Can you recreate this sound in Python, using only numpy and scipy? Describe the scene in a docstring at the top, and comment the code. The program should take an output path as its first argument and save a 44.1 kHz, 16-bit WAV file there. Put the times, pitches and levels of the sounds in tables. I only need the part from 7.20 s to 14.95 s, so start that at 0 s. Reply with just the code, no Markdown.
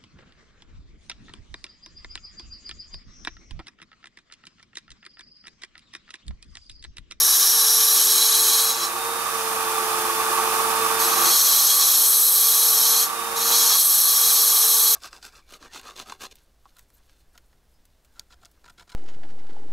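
"""A pencil grinder on a flexible shaft cuts into steel: the burr's teeth tear off chips, and each impulse
sets workpiece and burr ringing. The motor whirs to the right and hums at harmonics of the shaft rate.
At 1.6 s the burr lifts; the handpiece hisses on, and an automatic gain control, which ducks everything
under a loud cut, lets the motor swell back. At 3.8 s the burr bites again, lifts briefly at 5.8 s,
then cuts to the end."""
import sys
import numpy as np
from scipy import signal
from scipy.fft import rfft, irfft
from scipy.io import wavfile
from scipy.ndimage import uniform_filter1d

SR = 44100
rng = np.random.default_rng(int(sys.argv[2]) if len(sys.argv) > 2 else 0)


def dump_mix(stems):
    """Bounce the given channels to the path in sys.argv[1] as a 16-bit WAV at rate SR."""
    frames = np.atleast_2d(stems).T  # one column per channel
    limited = np.clip(frames, -1, 1)  # hard clip at full scale
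    pcm = np.round(limited * 32767).astype(np.int16)
    wavfile.write(sys.argv[1], SR, pcm)


N = 341768
TIME = np.arange(N) / SR
FREQS = np.maximum(np.arange(N // 2 + 1) * SR / N, 1)

# speed of the shaft: time_s, rate_hz
SHAFT_SPEED = [(0, 229.2), (0.9, 222.7), (1.25, 224.0), (1.95, 230.8), (2.25, 224.3), (2.5, 222.2),
               (2.8, 220.7), (3.05, 222.8), (3.75, 225.1), (4.13, 229.2), (5.05, 226.3), (5.8, 226.4),
               (6, 229.6), (6.3, 230.8), (6.75, 228.0), (7.35, 226.2), (7.75, 222.3)]
# the burr on the steel: touch_s, lift_s, tilt_db (burr over workpiece)
CONTACT_SPANS = [(-0.1, 1.527, 0), (1.538, 1.647, -4.5), (3.785, 5.835, 1.5), (6.153, 7.94, 0)]
# hand pressure, as the relative level of the cut: time_s, level_db
HAND_PRESSURE = [(0, -7), (0.8, -7), (1.38, -12), (1.5, -17), (1.55, -24), (1.66, -19.5), (3.82, -21.5),
                 (3.94, -24.5), (4.06, -19), (4.17, -9), (4.65, -8), (5.03, -2.5), (5.83, -10.5),
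                 (6.19, -19), (6.38, -9.5), (6.55, -9.5), (6.6, -2), (6.95, -6.5), (7.75, -4.5)]
# where the burr works: time_s, spot (0-2)
CUTTING_SPOT = [(0, 0), (.65, 0.078), (.95, 0.69), (1.7, 1.15), (3.8, 2)]
# workpiece modes, excited from three spots: pitch_hz, width_hz, spot0_db, spot1_db, spot2_db
WORKPIECE_MODES = [(1628, 370, -8.5, -8.5, -14.5), (2400, 780, -15, -11.5, -16.5),
                   (2937, 130, -10, -12, -14), (3123, 28, -1, 2.5, -1.5), (3314, 56, -4, 6, 3),
                   (3755, 470, 0, -1, -2.5), (3990, 120, 4, 10.5, 4), (4253, 120, -1.5, 7, 5),
                   (4414, 36, -14, 0, 8.5), (4546, 240, -2, 2, -4), (4910, 410, -2, -23, -10.5),
                   (5210, 710, -9, 0.5, -2.5), (5500, 77, 11, 9.5, 7.5), (5674, 640, 6, -4.5, -1.5),
                   (6050, 110, -24, 6.5, 4.5), (6326, 210, 1, 0, 3), (6580, 430, 2, 6, 1),
                   (6835, 93, 1.5, 0, 3.5), (7070, 160, 1, 2.5, -2), (7660, 1800, -5, -4, -7.5)]
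# high modes of the burr and the steel at its tip: pitch_hz, width_hz, spot0_db, spot1_db, spot2_db
BURR_MODES = [(7830, 270, -24, -4, 4), (8012, 260, -5, 9, 3.5), (8050, 513, -11, -3, -13),
              (8580, 200, 5, 10.5, 4.5), (8900, 56, 9, 11.5, -1), (9080, 400, -10, -12, 2),
              (9415, 250, 4.5, 12.5, 6), (9860, 520, 4, -5, 1.5), (10480, 470, 8.5, 8, -24),
              (10580, 81, -24, -2, 7), (11110, 1050, 3.5, 2, 5.5), (11300, 570, 10, 14, 6),
              (11990, 1000, -5, -24, 7), (12000, 1100, 1, -3, -24), (12680, 290, 8, 9.5, 4.5),
              (12880, 270, 5, -2, 10.5), (13050, 1400, 3, 3, -9), (13400, 134, 2, -3, -24),
              (14400, 840, -13, -16, -11), (15300, 1600, -6, 0, -7.5)]
# spectrum of the fan and brushes: frequency_hz, relative_density_db
FAN_SPECTRUM = [(25, -31), (90, -20), (200, -12), (320, -8.5), (560, -2.5), (660, -4.5), (780, 5),
                (1000, -0.5), (1300, 5), (1450, 1.5), (1750, -1), (2000, -5), (3300, -10.5), (8000, -16)]
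# resonances of the motor housing: pitch_hz, width_hz, relative_db
HOUSING_MODES = [(807, 20.4, -4.5), (911, 11.5, -3.5), (1143, 58, 2.5), (1268, 45, -9.5),
                 (2487, 270, -14.5)]
# tones of the drive: multiple of the shaft rate, relative_db
HUM_HARMONICS = [(2, -1.5), (3, -20), (4, -2.5), (5, -8.5), (6, -12)]
# the rotor's once-a-turn shake: time_s, level_db
ROTOR_UNBALANCE = [(0, -53), (5.7, -53), (6.25, -45.5), (6.8, -57), (7.75, -52)]
# spells of the drive's drone: start_s, end_s, first_hz, middle_hz, last_hz, level_db
DRONE_SPELLS = [(-0.1, 0.503, 355.3, 365.5, 369, -48), (0.713, 1.378, 352, 348, 371, -41.5),
                (1.553, 1.8, 354.2, 347, 358.5, -42.5), (1.798, 2.4, 369, 360.3, 357, -48),
                (2.44, 3.424, 350.2, 353, 354.4, -42.5), (3.42, 4.15, 346, 346.6, 348.7, -43),
                (5.9, 6.436, 350, 357.5, 346.4, -44)]
# the motor's left-right likeness: frequency_hz, coherence (0-1)
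MOTOR_COHERENCE = [(130, 1), (300, 0.96), (640, 0.52), (1400, 0.7), (3000, 0.46)]
# the motor's direction: frequency_hz, left_minus_right_db
MOTOR_BALANCE = [(200, 0), (380, -.5), (700, -2.5), (1200, -6), (2400, -3.5), (4400, -10.5)]
# spectrum of the handpiece's hiss: frequency_hz, relative_density_db
HISS_SPECTRUM = [(800, -26), (2500, -9.5), (4200, -4), (5200, -1.5), (7200, -4), (9000, 0.5), (10800, 1.5),
                 (12500, -3), (14000, -3.5), (16000, -15.5)]
# the hiss's left-right likeness: frequency_hz, coherence (0-1)
HISS_COHERENCE = [(3000, 0), (6800, 0.33), (12000, 0.9)]
# the hand shifts along the handpiece: time_s, opening (0-1)
GRIP_OPENING = [(1.95, 0.15), (2.1, 0.5), (2.22, 0.7), (2.35, 0.24)]
# mains hum: pitch_hz, level_db
MAINS_TONES = [(60, -58), (120, -58.5)]


def from_db(db):
    """Amplitude grows tenfold every 20 dB."""
    return 10 ** (np.asarray(db) / 20)


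def rms_one(x):
    """Normalisation to unit power."""
    return x / np.sqrt(np.mean(x ** 2) + 1e-20)


def in_time(points):
    """Linear interpolation of a curve at every sample."""
    return np.interp(TIME, *np.transpose(points))


def over_hz(points):
    """Interpolation of a spectrum over log frequency."""
    hz, value = np.transpose(points)
    return np.interp(np.log(FREQS), np.log(hz), value)


def drift(cutoff_hz):
    """Low-passed noise: a slow random fluctuation of rms 1."""
    step, settle = 40, 2000
    pole = np.exp(-2 * np.pi * step * cutoff_hz / SR)
    noise = rng.standard_normal(N // step + settle + 2)
    slow = signal.lfilter([1], [1, -2 * pole, pole * pole], noise)[settle:]
    return np.interp(np.arange(N) / step, np.arange(len(slow)), rms_one(slow))


def turning(hz):
    """Phase is the time integral of frequency."""
    return 2 * np.pi * np.cumsum(hz) / SR


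def tone(angle, level_db):
    """Simple harmonic motion at a given rms level."""
    return np.sqrt(2) * from_db(level_db) * np.sin(angle)


def resonate(x, hz, width_hz, order=1):
    """Damped resonators of peak gain 1 in cascade; more stages steepen the flanks."""
    r = np.exp(-np.pi * width_hz / SR)
    section = [(1 - r * r) / 2, 0, (r * r - 1) / 2, 1, -2 * r * np.cos(2 * np.pi * hz / SR), r * r]
    return signal.sosfilt([section] * order, x)


def stereo_noise(gain, coherence):
    """Partly coherent noise of rms 1: the channels share one part and take another in antiphase."""
    mid, side = rfft(rng.standard_normal((2, N)))
    spectra = np.sqrt(1 + coherence) * mid + np.sqrt(1 - coherence) * side * [[1], [-1]]
    return rms_one(irfft(gain * spectra, N))


def dense_ringing(x, t60_s, share, channels):
    """Many overlapping modes add a response like exponentially decaying noise."""
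    t = TIME[:SR // 3]
    tail = rng.standard_normal((channels, len(t))) * from_db(-60 * t / t60_s)
    tail /= np.sqrt(np.sum(tail ** 2, axis=1, keepdims=True))
    ringing = signal.fftconvolve(np.atleast_2d(x), tail, axes=1)[:, :N]
    return (x + share * ringing) / np.sqrt(1 + share ** 2)


def contact(catch_s=0.016, lift_db_per_s=338):
    """Coupling (0-1) rises as the teeth catch and decays as they lift; each contact has its tilt."""
    touching, tilt_db = np.zeros(N), np.zeros(N)
    for touch_s, lift_s, db in CONTACT_SPANS:
        release = from_db(-lift_db_per_s * np.maximum(TIME - lift_s, 0))
        touching += np.clip((TIME - touch_s) / catch_s, 0, 1) * release
        tilt_db[TIME >= touch_s] = db
    return np.minimum(touching, 1), tilt_db


def struck_modes(modes, chips):
    """Modal superposition: the point of impact decides how strongly each mode answers."""
    spot = in_time(CUTTING_SPOT)
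    blows = chips * rng.standard_normal((4, N))
    ringing = np.zeros(N)
    for k, (hz, width_hz, *spot_db) in enumerate(modes):
        gain = np.interp(spot, np.arange(len(spot_db)), from_db(spot_db))
        ringing += resonate(gain * blows[k % len(blows)] + 1e-18, hz, width_hz, order=2)
    return rms_one(ringing)


def cutting(angle, touching, contact_tilt_db, chips_per_s=20000, deep_cut_db=-9):
    """Impact excitation: chips torn off at random set workpiece and burr ringing."""
    chips = (rng.random(N) < chips_per_s / SR) * from_db(2.5 * rng.standard_normal(N) - 0.14 * drift(180))
    # the burr runs out of true, modulating the amplitude with each turn
    workpiece = struck_modes(WORKPIECE_MODES, chips) * (1 + 0.077 * (np.sin(angle) + np.sin(2 * angle)))
    workpiece *= from_db(0.98 * drift(17))   # the hand trembles
    burr = struck_modes(BURR_MODES, chips) * (1 + 0.18 * np.sin(angle))
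    cut_db = in_time(HAND_PRESSURE)
    tilt = from_db(contact_tilt_db + np.maximum(cut_db - deep_cut_db, 0))   # deep cuts ring the burr more
    steel = touching * from_db(cut_db + 0.32) * (workpiece + tilt * burr) / np.sqrt(1 + tilt ** 2)
    steel = dense_ringing(steel, t60_s=0.13, share=0.36, channels=1)   # the steel's weak, narrow modes
    in_room = dense_ringing(steel, t60_s=0.18, share=from_db(-11.5), channels=2)   # workshop reflections
    return in_room * from_db([[0.15], [-0.15]])


def housing(angle, coherence, level_db=-26):
    """Forced vibration: a fluttering rattle drives the resonances of the motor housing."""
    rattle = stereo_noise(1, coherence) * from_db(drift(25)) * (1 + 0.044 * np.sin(angle))
    ringing = sum((-1) ** k * from_db(db) * resonate(rattle, hz, width_hz)
                  for k, (hz, width_hz, db) in enumerate(HOUSING_MODES))
    high_pass = signal.butter(2, 600, "high", fs=SR, output="sos")
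    return signal.sosfilt(high_pass, from_db(level_db) * rms_one(ringing))


def drive_hum(angle, shaft_hz, level_db=-32, dip_db=8, dip_hz=228.2, dip_width_hz=1.42, waver_db=1.3):
    """A harmonic series: unbalance gives the fundamental; the overtones dip in a narrow speed range."""
    hum_db = level_db - dip_db * np.exp(-((shaft_hz - dip_hz) / dip_width_hz) ** 2)
    overtones = sum(tone(round(k) * angle, hum_db + db + waver_db * drift(21)) for k, db in HUM_HARMONICS)
    return overtones + tone(angle, in_time(ROTOR_UNBALANCE) + waver_db * drift(6.5))


def drive_drone(fade_s=0.064, rest_db=-56):
    """Frequency modulation: in each spell a tone glides through three pitches; a trace stays between."""
    gain = np.full(N, from_db(rest_db))
    pitch_hz = np.full(N, np.mean(np.array(DRONE_SPELLS)[:, 2:5]))
    for start, end, *pitches_hz, db in DRONE_SPELLS:
        swell = from_db(db) * np.clip(np.minimum(TIME - start, end - TIME) / fade_s + 0.5, 0, 1)
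        glide_hz = np.interp(TIME, [start, (start + end) / 2, end], pitches_hz)
        pitch_hz = np.where(swell > gain, glide_hz, pitch_hz)
        gain = np.maximum(swell, gain)
    return gain * tone(turning(pitch_hz + 3 * drift(9.6)), 3.4 * drift(18))


def motor(angle, shaft_hz, fan_db=-27, left_lag_s=0.0001):
    """Level and time differences between the ears place fan, housing and drive on the right."""
    coherence = over_hz(MOTOR_COHERENCE)
    fan = from_db(fan_db) * stereo_noise(from_db(over_hz(FAN_SPECTRUM)), coherence)
    left, right = rfft(fan + housing(angle, coherence) + drive_hum(angle, shaft_hz) + drive_drone())
    pan = from_db(over_hz(MOTOR_BALANCE) / 2)
    delay = np.exp(-2j * np.pi * FREQS * left_lag_s)
    return irfft(np.array([left * pan * delay, right / pan]), N)


def handpiece_hiss(level_db=-28, hollow_hz=6100):
    """Cavity resonance: as the grip opens, the hand's hollow colours the hiss of bearings and burr."""
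    hiss = from_db(level_db) * stereo_noise(from_db(over_hz(HISS_SPECTRUM)), over_hz(HISS_COHERENCE))
    hiss *= from_db(0.5 * drift(21))
    return hiss + in_time(GRIP_OPENING) * resonate(hiss, hollow_hz, width_hz=700)


def handpiece_whine(angle, shaft_hz, touching, harmonic=16, level_db=-42.5, damping_db=3):
    """A high harmonic of the shaft, damped by contact with the steel and louder at high speed."""
    rise_db = 2.1 * np.maximum(shaft_hz - 227.8, 0)
    return tone(harmonic * angle, level_db - damping_db * touching + rise_db + 2.2 * drift(15))


def mains_hum():
    """Alternating current hums at its own frequency and the octave above."""
    return sum(tone(2 * np.pi * hz * TIME, db) for hz, db in MAINS_TONES)


def scene():
    """Superposition of the sources; one shaft keeps motor and burr in step."""
    shaft_hz = in_time(SHAFT_SPEED)
    angle = turning(shaft_hz * (1 + 0.00103 * drift(15)))
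    touching, tilt_db = contact()
    return (cutting(angle, touching, tilt_db) + motor(angle, shaft_hz)
            + handpiece_hiss() + handpiece_whine(angle, shaft_hz, touching) + mains_hum())


def gain_control(x, ceiling_db=-16.0, recovery_s=3.9, window_s=0.036, top_gain=1.74):
    """Limiting: the gain drops at once to hold the rms ceiling, then recovers exponentially."""
    power = uniform_filter1d(np.mean(x ** 2, axis=0), int(window_s * SR))
    level = np.sqrt(np.maximum(power, 1e-12))
    needed_drop = np.maximum(top_gain - from_db(ceiling_db) / level, 0)
    decay = np.exp(-TIME / recovery_s)
    held_drop = np.maximum.accumulate(needed_drop / decay) * decay
    return x * (top_gain - held_drop)


def record(dry):
    """Band limiting: a steep low-pass follows the gain control."""
    cutoff_hz, edge_hz = 15750, 100
    low_pass = np.clip((cutoff_hz - FREQS) / edge_hz + 0.5, 0, 1)
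    return irfft(rfft(gain_control(dry)) * low_pass, N)


dry = scene()
out = record(dry)
dump_mix(out)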